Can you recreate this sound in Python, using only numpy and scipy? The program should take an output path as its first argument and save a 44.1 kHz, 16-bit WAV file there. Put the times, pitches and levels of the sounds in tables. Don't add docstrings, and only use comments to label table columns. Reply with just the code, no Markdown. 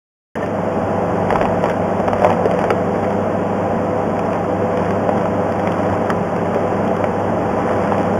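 import sys
import numpy as np
from scipy import signal
from scipy.fft import rfft, irfft
from scipy.io import wavfile
from scipy.ndimage import uniform_filter1d

SR = 44100
rng = np.random.default_rng(int(sys.argv[2]) if len(sys.argv) > 2 else 0)


def bounce(signal):
    frames = np.transpose(np.atleast_2d(signal))
    limited = np.clip(frames, -1, 1)
    pcm = np.round(limited * 32767).astype(np.int16)
    wavfile.write(sys.argv[1], SR, pcm)


N = 361179
TIME = np.arange(N) / SR


def undb(db):
    return 10 ** (np.asarray(db) / 20)


def unit(x):
    return x / np.sqrt(np.mean(x ** 2))


def swell(mid_s, half_s):
    return np.exp(-2 * ((TIME - mid_s) / half_s) ** 2)


def wander(rate_hz):
    hold = int(SR / rate_hz)
    steps = np.repeat(rng.standard_normal(N // hold + 1), hold)
    return 1.62 * uniform_filter1d(uniform_filter1d(steps, hold), hold)[:N]


def colour(x, outline, resonances=()):
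    size = 16384
    bins_hz = np.maximum(np.fft.rfftfreq(size, 1 / SR), 1)
    hz, db = np.transpose(outline)
    shape_db = np.interp(np.log(bins_hz), np.log(hz), db)
    for centre_hz, width_hz, lift_db in resonances:
        shape_db += lift_db / (1 + (2 * (bins_hz - centre_hz) / width_hz) ** 2)
    cepstrum = irfft(np.log(undb(shape_db)))
    cepstrum[1:size // 2] *= 2
    cepstrum[size // 2 + 1:] = 0
    impulse = irfft(np.exp(rfft(cepstrum)))
    return signal.fftconvolve(x, impulse)[:N]


# f/Hz, relative level/dB
AIR_SPECTRUM = [(22, -53.5), (30, -45), (52, -19.5), (66, -9.5), (140, -4.5), (210, -4), (450, -1.5),
                (650, -1), (1000, -8), (1600, -17), (3000, -31), (5000, -41), (7000, -41), (10500, -50.5),
                (14000, -55.5)]
# f/Hz, width/Hz, lift/dB
CHAMBER_MODES = [(180, 13, -0.5), (196, 11.5, 6), (221.4, 20, 7.5), (295, 22, 6), (391, 8, 2),
                 (505, 34, 1.5), (640, 48, 4.5), (793, 23, 4)]


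def airflow(level_db=-15, surge_db=0.57, eddy_db=0.08):
    air = unit(colour(rng.standard_normal(N), AIR_SPECTRUM, CHAMBER_MODES))
    return air * undb(level_db + surge_db * wander(0.86) + eddy_db * wander(14))


# f/Hz, level/dB
FAN_TONES = [(32.5, -46), (100.0, -27.5), (174.2, -26.5), (197.0, -36.5), (200.0, -28), (232.5, -33.5),
             (400.2, -30.5), (500.2, -25), (589.2, -31.5), (625.2, -39), (674.8, -32), (800.5, -32.5),
             (826.5, -33.5), (1000.8, -35.5)]


def fans(waver_db=1.32, drift_rad=0.27):
    hum = 0
    for hz, db in FAN_TONES:
        amplitude = np.sqrt(2) * undb(db + waver_db * wander(6))
        drift = drift_rad * wander(4)
        hum += amplitude * np.sin(2 * np.pi * (hz * TIME + rng.random()) + drift)
    return hum


# t/s, half length/s, level/dB
HAND_MOVES = [(0.418, 0.12, -30), (1.35, 0.19, -25), (1.662, .08, -22.5), (2.27, 0.14, -20.5),
              (2.599, 0.21, -25.5), (3.049, .2, -28.5), (4.321, .14, -28), (4.843, .14, -24.5),
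              (5.187, .1, -26), (5.779, .45, -26), (6.651, 0.44, -28.5), (7.85, 0.56, -24)]


def handling(resting_db=-33):
    moving_power = sum((undb(db) * swell(mid_s, half_s)) ** 2 for mid_s, half_s, db in HAND_MOVES)
    return np.sqrt(undb(resting_db) ** 2 + moving_power)


# f/Hz, relative level/dB
RUSTLE_SPECTRUM = [(25, -56), (100, -17), (300, 3.5), (600, 5), (1000, 4.5), (1800, -4.5), (3000, -18),
                   (5500, -26), (10000, -33), (15000, -52)]


def rustle(effort, grains_per_s=600, spread_db=3.5, slide_gain=0.47):
    sizes = undb(spread_db * np.minimum(rng.exponential(size=N), 4))
    grains = (rng.random(N) < grains_per_s / SR) * sizes * rng.choice([-1, 1], N)
    hiss = slide_gain * rng.standard_normal(N)
    return effort * unit(colour(unit(grains) + hiss, RUSTLE_SPECTRUM))


# t/s, half length/s, level/dB
SLIPS = [(0.353, 0.019, -27.5), (0.431, 0.018, -33.5)]
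# f/Hz, width/Hz, relative level/dB
SLIP_MODES = [(1770, 130, 8), (5940, 360, -18), (9600, 600, -26), (14400, 600, -26)]


def squeaks():
    friction = rng.standard_normal(N)
    ring = 0
    for hz, width_hz, db in SLIP_MODES:
        resonator = signal.iirpeak(hz, hz / width_hz, fs=SR)
        ring += undb(db) * unit(signal.lfilter(*resonator, friction))
    return ring * sum(undb(db) * swell(mid_s, half_s) for mid_s, half_s, db in SLIPS)


def crinkles(effort, rate_per_s=45, reference_db=-25, scatter_db=4, scatter_oct=0.24):
    activity = (effort ** 2 - effort.min() ** 2) / undb(reference_db) ** 2
    count_due = np.cumsum(rate_per_s * activity) / SR
    draws = rng.standard_normal((400, 5))
    thresholds = np.cumsum((draws[:, 0] ** 2 + draws[:, 1] ** 2) / 2)
    buckles = []
    for threshold, (size, pitch, sharpness) in zip(thresholds, draws[:, 2:]):
        if threshold < count_due[-1]:
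            start_s = np.searchsorted(count_due, threshold) / SR
            panel_db = -21.5 + scatter_db * size
            panel_hz = 600 * 2 ** (scatter_oct * pitch)
            crack_db = -43.5 + scatter_db * sharpness
            buckles.append((start_s, panel_db, panel_hz, crack_db))
    return buckles


# t/s, relative panel level/dB, panel f/Hz, relative crack level/dB
LOUD_BUCKLES = [(.46, -24, 710, -34.5), (1.305, -7, 780, -26.5), (1.326, -7, 557, -32.5),
                (1.357, -4, 950, -26), (1.413, -5.5, 600, -29.5), (1.427, -19, 530, -34),
                (1.454, -9.5, 680, -30.5), (1.639, -8.5, 704, -28), (1.657, -8.5, 570, -30.5),
                (1.697, -28, 930, -27), (1.713, -29, 710, -34), (2.0, -11.5, 670, -36),
                (2.079, -10, 676, -32), (2.084, -10.5, 880, -34), (2.132, -6.5, 670, -30.5),
                (2.22, -5.5, 670, -35), (2.246, 1.5, 670, -24), (2.267, -9, 646, -36),
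                (2.303, -7.5, 800, -30.5), (2.316, -7, 675, -40), (2.327, -15, 530, -33),
                (2.456, -5, 467, -30), (2.512, -18, 663, -30), (2.59, -15, 640, -28.5),
                (2.64, -10, 629, -30.5), (2.704, -7, 910, -21), (2.708, -6, 435, -39),
                (4.192, -17, 610, -30.5), (4.331, -17.5, 600, -34), (4.773, -14, 606, -33.5),
                (4.907, -15, 980, -32.5), (5.091, -5, 594, -32), (5.256, -12, 1031, -39),
                (5.522, -17.5, 607, -33), (5.595, -18, 622, -36), (5.673, -13, 600, -29),
                (5.721, -24, 560, -34), (6.102, -5, 1370, -22), (6.363, -15, 600, -32.5),
                (6.877, -25.5, 632, -35), (6.965, -24, 523, -32.5), (7.041, -7, 670, -30),
                (7.921, -7.5, 890, -37)]
# f/Hz, gain/dB
CRACK_SPECTRUM = [(40, -38), (300, -60), (1000, 10), (1900, 8.5), (3100, -0.5), (5500, -10), (7000, -15),
                  (10000, -20), (15000, -26.5)]


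def snaps(buckles, ring_cycles=1.76, glide=0.26, crack_s=0.0023, give_s=0.0003,
          panel_gain_db=9.5, crack_gain_db=2.0, break_gain=0.36):
    t = TIME[:SR // 25]
    attack = 1 - np.exp(-t / give_s)
    strain = attack * np.exp(-t / crack_s)
    sharp_break = break_gain * unit(1.0 * (strain == strain.max()))
    panels, cracks = np.zeros((2, N + len(t)))
    for start_s, panel_db, hz, crack_db in buckles:
        start = int(start_s * SR)
        span = slice(start, start + len(t))
        decay = np.exp(-hz * t / ring_cycles)
        cycles = np.cumsum(hz * (1 + glide * (2 * decay - 1))) / SR
        ring = attack * decay * np.sin(2 * np.pi * cycles)
        panels[span] += undb(panel_db + panel_gain_db) * ring * rng.choice([-1, 1])
        fibres = unit(rng.choice([-1, 1], len(t)) * strain)
        cracks[span] += undb(crack_db + crack_gain_db) * unit(fibres + sharp_break)
    bass_cut = signal.butter(2, 120, "highpass", fs=SR)
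    return signal.lfilter(*bass_cut, panels[:N]) + colour(cracks[:N], CRACK_SPECTRUM)


def steel_walls(direct, t60_s=0.1, gap_s=0.003, wet_db=-7, cutoff_hz=2500):
    t = TIME[:SR // 3]
    echoes = rng.standard_normal(len(t)) * undb(-60 * t / t60_s) * (t > gap_s)
    echoes = signal.lfilter(*signal.butter(1, cutoff_hz, fs=SR), echoes / np.linalg.norm(echoes))
    return direct + undb(wet_db) * signal.fftconvolve(direct, echoes)[:N]


# t/s, half length/s, f/Hz, level/dB
SLEEVE_BUMPS = [(1.3, .12, 56, -37), (1.43, .14, 55.3, -32), (1.4, .16, 36, -36), (2.14, .16, 56.4, -34),
                (2.7, .12, 57, -44), (5.923, 0.054, 93, -23)]


def sleeves():
    bumps = 0
    for mid_s, half_s, hz, db in SLEEVE_BUMPS:
        tone = np.sqrt(2) * np.sin(2 * np.pi * (hz * TIME + rng.random()))
        bumps += undb(db) * swell(mid_s, half_s) * tone
    return bumps


def scene():
    ventilation = airflow() + fans()
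    bumps = sleeves()
    effort = handling()
    hands = rustle(effort) + squeaks() + snaps(LOUD_BUCKLES + crinkles(effort))
    return (ventilation + steel_walls(hands) + bumps)[None]


# t/s, gain/dB
FADE_UP = [(.35, -7.5), (.6, -5.5), (.9, -4.5), (1.25, -3.5)]
# f/Hz, width/Hz
TREBLE_GAPS = [(4000, 1350), (8030, 980), (12020, 1630)]
SWITCH_ON_S, CEILING, TOP_HZ = 0.354, 0.92, 15500


def record(dry):
    gate = np.clip((TIME - SWITCH_ON_S) / 0.001, 0, 1)
    fade_db = np.interp(TIME, *np.transpose(FADE_UP))
    faded = dry * undb(fade_db) * gate
    out = faded / (1 + (faded / CEILING) ** 12) ** (1 / 12)
    for hz, width_hz in TREBLE_GAPS:
        edges_hz = [hz - width_hz / 2, hz + width_hz / 2]
        out = signal.sosfilt(signal.butter(3, edges_hz, "bandstop", fs=SR, output="sos"), out)
    return signal.sosfilt(signal.ellip(10, 0.1, 80, TOP_HZ, fs=SR, output="sos"), out)


dry = scene()
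out = record(dry)
bounce(out)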